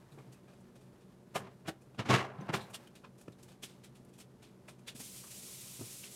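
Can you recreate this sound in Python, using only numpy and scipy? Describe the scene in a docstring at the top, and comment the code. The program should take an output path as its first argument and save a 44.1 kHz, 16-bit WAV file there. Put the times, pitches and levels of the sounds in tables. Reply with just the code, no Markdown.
"""A refrigerator hums in a small kitchen, under faint rustling, light touches and soft thumps.
Then a cast-iron pan is drawn from an oven and set on the hob, the wire rack is shoved home and the door shut:
bursts of random tiny impacts drive ringing panels, and low tones boom. Knobs, cloth and footsteps scuff
lightly afterwards as filtered crackle, and a tap opens across the room as smooth filtered noise.
Most contacts swell for a moment and die away; a few are abrupt ticks."""
import sys
import numpy as np
from scipy import signal
from scipy.fft import rfft, irfft, next_fast_len
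from scipy.io import wavfile

SR = 44100
rng = np.random.default_rng(int(sys.argv[2]) if len(sys.argv) > 2 else 0)


def convert_level_to_amplitude(level_db):
    """Map a level in decibels to its linear amplitude factor."""
    exponent = np.asarray(level_db, float) / 20
    return 10 ** exponent


def unload_wav(signal):
    """Save mono or channel-first audio to the path in sys.argv[1] as 16-bit WAV at rate SR, clipped to [-1, 1]."""
    wavfile.write(
        sys.argv[1],
        SR,
        np.round(np.clip(np.atleast_2d(signal).T, -1, 1) * 32767).astype(np.int16),
    )


N = 271215   # length in samples


def rms_one(x):
    """Scale to unit rms."""
    return x / np.sqrt(np.mean(x ** 2) + 1e-24)


def at_hz(points, hz):
    """Read a table between its points on a log-frequency axis."""
    known, value = np.transpose(points)
    return np.interp(np.log(hz), np.log(known), value)


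def in_time(rows):
    """Gain along a curve of (time [s], level [dB]), practically silent outside it."""
    s, db = np.transpose(rows)
    return convert_level_to_amplitude(np.interp(np.arange(N) / SR, s, db, left=-150, right=-150))


def coloured(x, spectrum):
    """Give a stream of noise or impacts a spectrum, then scale it to rms 1."""
    hz = np.fft.rfftfreq(N, 1 / SR) + 1
    return rms_one(irfft(rfft(x) * convert_level_to_amplitude(at_hz(spectrum, hz)), N))


def grains(per_s, spread_db):
    """Random tiny impacts of uneven size."""
    unevenness = np.minimum(rng.exponential(1, N), 4)
    sizes = convert_level_to_amplitude(spread_db * unevenness) * rng.standard_normal(N)
    return sizes * (rng.random(N) < per_s / SR)


def drift(rate_hz):
    """A slow random wander around zero, rms 1."""
    r = np.exp(-2 * np.pi * np.clip(rate_hz, .1, 200) / SR)
    noise = rng.standard_normal(N + SR)
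    slow = signal.lfilter([1], [1, -2 * r, r * r], noise)[SR:]   # the first second only settles the filter
    return rms_one(slow - slow.mean())


def resonance(x, hz, width_hz):
    """A two-pole band with gain 1 on top."""
    r = np.exp(-np.pi * width_hz / SR)
    top = [(1 - r * r) / 2, 0, (r * r - 1) / 2]
    return signal.lfilter(top, [1, -2 * r * np.cos(2 * np.pi * hz / SR), r * r], x + 1e-18)


def swell_of(db, at_minus_50_s, db_per_db):
    """Swell time of a contact: the louder it is, the longer it takes to swell."""
    return at_minus_50_s * convert_level_to_amplitude(db_per_db * (np.asarray(db) + 50))


def bursts(times, levels_db, swells, fades, lag=0.32, steep=3.65, crest=0.12):
    """Each contact swells along a bell curve, rounds its crest just after the onset and dies away; powers add."""
    power = np.zeros(N)
    swells, fades = np.clip(swells, .001, .08), np.clip(fades, .005, .6)
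    for s, db, swell, fade in zip(times, levels_db, swells, fades):
        t = np.arange(-int(2 * swell * SR), int((fade + swell) * SR)) / SR   # zero at the crest
        rising = np.exp(-steep * (t / swell) ** 2)
        past_crest = np.hypot(t, crest * swell) - crest * swell
        shape = np.where(t < 0, rising, convert_level_to_amplitude(-60 * past_crest / fade))
        start = int((s + lag * swell + t[0]) * SR)
        power[start:start + len(t)] += (convert_level_to_amplitude(db) * shape[:N - start]) ** 2
    return np.sqrt(power)


# Low resonances of oven and room: (frequency [Hz], speed of phase wander [Hz], relative level [dB])
LOW_RESONANCES = [(102.4, 15, -5), (129, 7.5, 0.5), (199.7, 9.7, -1), (249.7, 11, -6), (361, 43, -40)]


def boom():
    """The low resonances, each a tone whose phase wanders as fast as its width says; rms 1."""
    t = np.arange(N) / SR
    tones = 0
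    for hz, width_hz, db in LOW_RESONANCES:
        phase_wander = 1.62 * drift(width_hz)
        tones = tones + convert_level_to_amplitude(db) * np.sin(2 * np.pi * hz * t + phase_wander)
    return rms_one(tones)


# Blows on the stove's sheet metal:
# (time [s], clang level [dB], thud level [dB], rattle level [dB], clang fade by 60 dB [s])
METAL_BLOWS = [(1.355, -38, -49, -42, 0.09), (1.657, -52.5, -56, -66, 0.049),
               (1.681, -37.5, -39, -66, 0.057), (1.991, -41, -35.5, -45.5, 0.13),
               (2.058, -45, -43, -49.5, 0.18), (2.096, -29.5, -30.5, -32, 0.44),
               (2.136, -29.5, -30, -30.5, 0.22), (2.187, -43.5, -60, -74, 0.18),
               (2.492, -37.5, -39.5, -52, 0.068), (2.539, -34, -36.5, -43, 0.1),
               (2.569, -44.5, -44, -49, 0.035)]
# Pan, rack and door dragging along: (start time [s], end time [s], start level [dB], end level [dB])
DRAGS = [(1.401, 1.527, -52.5, -65.5), (2.187, 2.48, -58.5, -58.5), (2.575, 2.746, -49, -67.5)]
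# Ringing panels: (frequency [Hz], relative level [dB], ring length that sets the bandwidth [s])
PANEL_RINGS = [(385, 11.5, 0.092), (720, -10, 0.15), (1030, 5, 0.42), (1020, -17, 0.66), (1240, -26, 0.31),
               (1680, -3.5, 0.08), (2200, -19, 0.55), (2780, 3, 0.21), (3430, -13, 0.26), (3900, -15, 0.22),
               (3840, -12, 0.12), (4570, -27.5, 0.22), (5959, -20, 0.14)]
# Colour of struck metal: (frequency [Hz], relative level per Hz [dB])
CLANG_COLOUR = [(180, -36), (300, 5), (595, -1), (680, 3), (866, -3), (1210, 0.5), (3000, -17.5),
                (3900, -57), (6600, -120)]
# Colour of loose metal: (frequency [Hz], relative level per Hz [dB])
RATTLE_COLOUR = [(1290, -5), (2200, 4), (2470, -1.5), (2720, 3.5), (6590, -8), (12000, -22), (15600, -34)]


def stove():
    """Loose metal chatters at blows and while parts drag; panels ring on briefly and the cavity booms."""
    s, clang_db, thud_db, rattle_db, fade = np.transpose(METAL_BLOWS)
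    swell = swell_of(clang_db, 0.019, 0.11)
    chatter = grains(per_s=18000., spread_db=0.55) * convert_level_to_amplitude(2.2 * drift(52.0))   # loose wires knock unevenly
    blows = bursts(s, clang_db, swell, fade)
    clang = coloured(chatter, CLANG_COLOUR) * blows

    drag = sum(in_time([(start, db), (end, end_db)]) for start, end, db, end_db in DRAGS)
    dull = rms_one(resonance(resonance(chatter, 440.0, 740.0), 460.0, 1960.0))   # dragging is duller than a blow
    scrape = dull * drag

    force = rms_one(chatter) * blows + scrape
    rings = 0
    for hz, db, length_s in PANEL_RINGS:
        width_hz = 3.8 / min(length_s, .4)   # short rings are wide
        rings = rings + convert_level_to_amplitude(db - 1) * resonance(force, hz, width_hz)

    rattle = coloured(chatter, RATTLE_COLOUR) * bursts(s, rattle_db, swell, 0.77 * fade)
    thud_strength = np.hypot(bursts(s, thud_db, 1.3 * swell, 0.62 * fade), convert_level_to_amplitude(1) * drag)
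    return clang + scrape + rings + rattle + boom() * thud_strength


# Brief narrow rings of struck metal, rack wire, door spring, knob and crockery:
# (time [s], crest level [dB], pitch [Hz], width of the first filter [Hz], fade by 60 dB [s])
NARROW_RINGS = [(0.121, -67, 3850, 600, 0.11), (0.184, -64, 2150, 150, 0.12), (.345, -67.5, 2540, 120, .12),
                (1.359, -39, 704, 150, 0.049), (1.684, -64, 1220, 200, .06), (1.684, -40, 1610, 199, 0.036),
                (2.101, -30.5, 1104, 120, 0.35), (2.245, -50, 732, 100, 0.12),
                (2.41, -66, 6000, 400, 0.052), (2.605, -55, 3900, 500, 0.16), (2.64, -63, 3940, 397, 0.088),
                (2.745, -44.5, 3100, 900, 0.022), (2.873, -60.5, 3000, 500, 0.036),
                (3.041, -54.5, 1060, 480, 0.096), (3.28, -59, 990, 900, 0.025),
                (3.331, -66.5, 3770, 300, .04), (3.634, -44.5, 3170, 900, 0.038),
                (4.684, -53, 2300, 895, 0.036), (4.883, -48, 3300, 704, 0.054),
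                (5.238, -59.5, 1090, 600, 0.16), (6.036, -49.5, 2770, 500, 0.04)]


def pings():
    """A blow, friction or a light tap excites one narrow resonance."""
    out = np.zeros(N)
    for s, db, hz, width_hz, fade in NARROW_RINGS:
        narrow = resonance(rng.standard_normal(N), hz, width_hz)
        band = resonance(narrow, hz, 1.5 * width_hz)
        out += rms_one(band) * bursts([s], [db], [swell_of(db, 0.0083, 0.11)], [fade])
    return out


# Light touches of hand, knob, cloth and foot, and the scuff and hiss of the metal blows:
# (time [s], scuff level [dB], hiss level [dB], knock level [dB], scuff fade by 60 dB [s])
SCUFFS = [(0.1183, -82, -72.5, -67, 0.32), (0.1843, -73.5, -75, -59.5, 0.32),
          (0.3254, -68.5, -65, -73, 0.13), (0.48, -72, -78, -61.5, 0.4), (0.5314, -76, -80, -64, 0.17),
          (0.6054, -90, -74, -75, 0.086), (0.756, -69.5, -72, -67, 0.17), (0.811, -77, -74.5, -72, 0.26),
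          (1.0074, -75, -79, -77, 0.24), (1.355, -52, -47.5, -40.5, 0.13), (1.6807, -43.5, -50, -46, 0.06),
          (1.8144, -79, -71, -67, 0.14), (1.9916, -47.5, -66, -47, 0.099), (2.41, -69, -73, -62, 0.07),
          (2.539, -42.5, -48, -37, 0.14), (2.609, -59.5, -64, -54, 0.17), (2.702, -84, -64, -52.5, 0.12),
          (2.7434, -46.5, -48.5, -53, 0.065), (2.802, -82, -74, -56, 0.047),
          (3.0433, -63.5, -82, -53.5, 0.091), (3.1824, -73, -68.5, -76, 0.37),
          (3.3862, -72, -72.5, -71, 0.27), (3.484, -66.5, -68, -67, 0.24), (3.5174, -68, -71, -66, 0.09),
          (3.6325, -49.5, -50, -63, 0.13), (3.6894, -63.5, -68.5, -78.5, 0.3),
          (3.8396, -59, -62.5, -68, 0.13), (3.954, -68.5, -69, -71, 0.19),
          (4.0886, -77.5, -74.5, -77, 0.052), (4.1354, -71, -70.5, -79, 0.24),
          (4.1854, -67, -61, -64.5, 0.085), (4.2028, -59, -59, -69, 0.11),
          (4.4263, -62.5, -68.5, -68, 0.27), (4.684, -60.5, -60.5, -55, 0.17),
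          (4.7894, -73.5, -72.5, -71, 0.1), (4.8782, -47, -53, -68, 0.12), (4.954, -60.5, -55.5, -65, 0.24),
          (5.002, -56.5, -49.5, -62.5, 0.15), (5.3094, -57, -52.5, -77, 0.08),
          (6.038, -54.5, -51.5, -68, 0.3)]
# Abrupt ticks of latch, knob and fingernail:
# (time [s], scuff level [dB], hiss level [dB], knock level [dB], scuff fade by 60 dB [s])
ABRUPT_TICKS = [(1.947, -71, -78, -58, .08), (2.873, -70, -64.5, -58, 0.05),
                (2.953, -61.5, -63.5, -63, 0.18), (3.2125, -69, -61, -59.5, 0.082),
                (3.2817, -62.5, -71, -49, 0.025), (3.3223, -70, -70.5, -82, 0.07),
                (3.429, -67.5, -59, -79, 0.12), (4.049, -80, -67, -74.5, 0.044)]
# Colour of the scratchy middle: (frequency [Hz], relative level per Hz [dB])
SCUFF_COLOUR = [(710, -13), (1200, -6.5), (1980, -0.5), (2190, 1), (3510, 4), (4340, -0.5), (6500, -12.5),
                (8450, -15.5), (14300, -120)]
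# Colour of the hiss above: (frequency [Hz], relative level per Hz [dB])
HISS_COLOUR = [(2650, -74), (4500, 0.5), (5540, 6), (9170, 9.5), (12900, 2.5), (15600, -6.5)]
# Colour of the wooden knock below: (frequency [Hz], relative level per Hz [dB])
KNOCK_COLOUR = [(290, -24), (500, 9.5), (1020, 1), (1730, -4), (2170, -47), (2400, 0), (3120, -27),
                (5280, -120)]


def scuffs_and_ticks():
    """Light touches, and the scuff and hiss of the metal blows: scratchy middle, hiss above, wooden knock below."""
    s, scuff_db, hiss_db, knock_db, fade = np.transpose(SCUFFS + ABRUPT_TICKS)
    swell = swell_of(np.maximum(scuff_db, hiss_db), 0.022, 0.16)
    swell[len(SCUFFS):] = 0.0042   # ticks all swell equally fast, in seconds
    scratch = grains(per_s=17000.0, spread_db=-0.7)
    scuff = coloured(scratch, SCUFF_COLOUR) * bursts(s, scuff_db, swell, fade)
    hiss = coloured(scratch, HISS_COLOUR) * bursts(s, hiss_db, swell, 0.93 * fade)
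    knock = coloured(scratch, KNOCK_COLOUR) * bursts(s, knock_db, swell, 0.37 * fade)
    return scuff + hiss + knock


# Dull thumps through oven, floor and cupboards:
# (time [s], boom level [dB], pitch [Hz], knock level [dB], boom fade by 60 dB [s])
DULL_THUMPS = [(0.122, -48, 139, -69, 0.37), (0.176, -51, 129, -50, 0.37), (0.281, -49.5, 129, -61, 0.35),
               (1.356, -40, 155, -45.5, 0.11), (1.682, -38, 328, -37, 0.093),
               (2.099, -26.5, 129.4, -39.5, 0.23), (2.389, -36, 150, -59, 0.1),
               (2.412, -41.5, 195, -45.5, 0.15), (2.492, -35.5, 156, -35.5, 0.11),
               (3.282, -38.5, 165.4, -37.5, 0.038), (3.633, -53, 363, -49.5, 0.072),
               (4.951, -44.5, 248, -51.5, 0.039), (5.001, -50, 205, -48, 0.16),
               (5.794, -44.5, 141.5, -46, 0.19), (5.811, -44.5, 114, -40, 0.15)]
# Colour of the knock on top: (frequency [Hz], relative level per Hz [dB])
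WOOD_COLOUR = [(150, -12), (250, 6), (434, -5.5), (1180, -19), (2060, -32.5), (3000, -37), (3900, -69),
               (6600, -120)]


def thumps():
    """Soft heavy contacts: one low resonance answers, with a shorter wooden knock on top."""
    s, boom_db, hz, knock_db, fade = np.transpose(DULL_THUMPS)
    swell = swell_of(boom_db, 0.013, .03) * (fade / 0.13) ** .6   # thumps that fade fast also start faster
    out = coloured(rng.standard_normal(N), WOOD_COLOUR) * bursts(s, knock_db, 0.33 * swell, .5 * fade)
    t = np.arange(N) / SR
    for at, db, pitch_hz, rise, fall in zip(s, boom_db, hz, swell, fade):
        out += np.sin(2 * np.pi * pitch_hz * (t - at)) * bursts([at], [db], [rise], [fall])
    return out


# Colour of the water: (frequency [Hz], relative level per Hz [dB])
WATER_COLOUR = [(530, -12), (900, -12.5), (1050, -6.5), (1140, -14), (1260, -9), (1650, -11.5),
                (2310, -4.5), (3860, -2.5), (4400, -2.5), (6290, 0.5), (8370, 2), (12100, -1.5),
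                (15600, -11)]
# The stream weakens briefly: (time [s], depth [dB], half length of the dip [s])
WEAK_MOMENTS = [(5.27, 3.5, 0.047), (6.072, 11, 0.037)]


def tap():
    """Aerated water hisses smoothly into the sink, the stream fluttering a little."""
    opens_s, opening_s, trickle_db, full_db = 4.95, 0.051, -68, -51
    t = np.arange(N) / SR
    flow = in_time([(opens_s, trickle_db), (opens_s + opening_s, full_db), (N / SR, full_db)])
    dips_db = sum(db * np.exp(-((t - s) / half) ** 2) for s, db, half in WEAK_MOMENTS)
    flutter_db = 0.9 * drift(21.0)
    return coloured(rng.standard_normal(N), WATER_COLOUR) * flow * convert_level_to_amplitude(flutter_db - dips_db)


# Cloth and movement near the stove: (time [s], level [dB])
RUSTLE_LEVEL = [(0.0, -70.5), (0.38, -69.5), (0.56, -74.5), (1.38, -73.5), (2.15, -74.5), (2.3, -88),
                (2.49, -69), (2.83, -65), (3.0, -76.5), (3.4, -75), (4.94, -74)]


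def rustle():
    """Cloth and small movements: a faint uneven crackle."""
    colour = [(300, -19.5), (900, 0), (3000, -12), (13000, -22.5), (16000, -27)]   # (Hz, dB per Hz)
    strength = in_time(RUSTLE_LEVEL) * convert_level_to_amplitude(1.6 * drift(6.7))
    return coloured(grains(per_s=8000.0, spread_db=0.5), colour) * strength


# Compressor tones: (frequency [Hz], middle rms level [dB])
COMPRESSOR_TONES = [(129.2, -66.5), (188.4, -67.5), (236.9, -72.5), (301.5, -82.5), (360.7, -75.5),
                    (581.4, -78)]
# Colour of fan and air: (frequency [Hz], relative level per Hz [dB])
AIR_COLOUR = [(15, -74), (38, -8.5), (75, -8.5), (122, -1), (193, -1), (282, -5), (369, -3), (422, -4.5),
              (583, -12.5), (650, -13), (1050, -21), (2180, -32.5), (11300, -36), (14000, -44),
              (15600, -75)]


def refrigerator():
    """Compressor tones waver in phase and strength over a nearly steady rush of fan and air."""
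    t = np.arange(N) / SR
    tones = 0
    for hz, db in COMPRESSOR_TONES:
        strength = convert_level_to_amplitude(db + 3.4 * drift(18.0))
        tones = tones + strength * np.sin(2 * np.pi * hz * t + 0.53 * drift(6.0))
    air = convert_level_to_amplitude(-62 + 0.75 * drift(19.0)) * coloured(rng.standard_normal(N), AIR_COLOUR)
    return np.sqrt(2) * tones + air   # the root turns rms levels into sine peaks


# Reverberation of the room: (frequency [Hz], time to fade by 60 dB [s])
ROOM_FADE = [(150, 0.23), (1000, 0.22), (4000, 0.14), (12000, 0.14)]


def kitchen(x):
    """Ten feedback delays whose loss follows the reverberation time at each pitch."""
    size = next_fast_len(N + SR)
    hz = np.fft.rfftfreq(size, 1 / SR) + 1
    fade_s = np.clip(at_hz(ROOM_FADE, hz), .03, 1)
    echoes = 0
    for k, lag_s in enumerate(rng.uniform(.008, .03, 10)):
        loop = convert_level_to_amplitude(-60 * lag_s / fade_s) * np.exp(-2j * np.pi * hz * lag_s)
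        echoes = echoes + (-1) ** k * loop / (1 - loop)
    return irfft(rfft(x, size) * echoes, size)[:N]


def scene():
    """A low cut keeps deep bass out of the contacts, which share the room echo; the rest is added directly."""
    contacts = stove() + pings() + scuffs_and_ticks() + thumps()
    low_cut = signal.butter(4, 73, "high", fs=SR, output="sos")   # corner in Hz
    contacts = signal.sosfilt(low_cut, contacts)
    echo = convert_level_to_amplitude(-21.5) * kitchen(contacts)
    return (contacts + echo + tap() + rustle() + refrigerator())[None]


def roll_off(x):
    """The treble ends steeply here."""
    return signal.sosfilt(signal.butter(12, 15720, fs=SR, output="sos"), x)


def record(dry):
    """One microphone that gently rounds the highest peaks."""
    peak_limit = .3   # of full scale
    mix = peak_limit * np.tanh(dry / peak_limit)
    return roll_off(mix)


dry = scene()
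out = record(dry)
unload_wav(out)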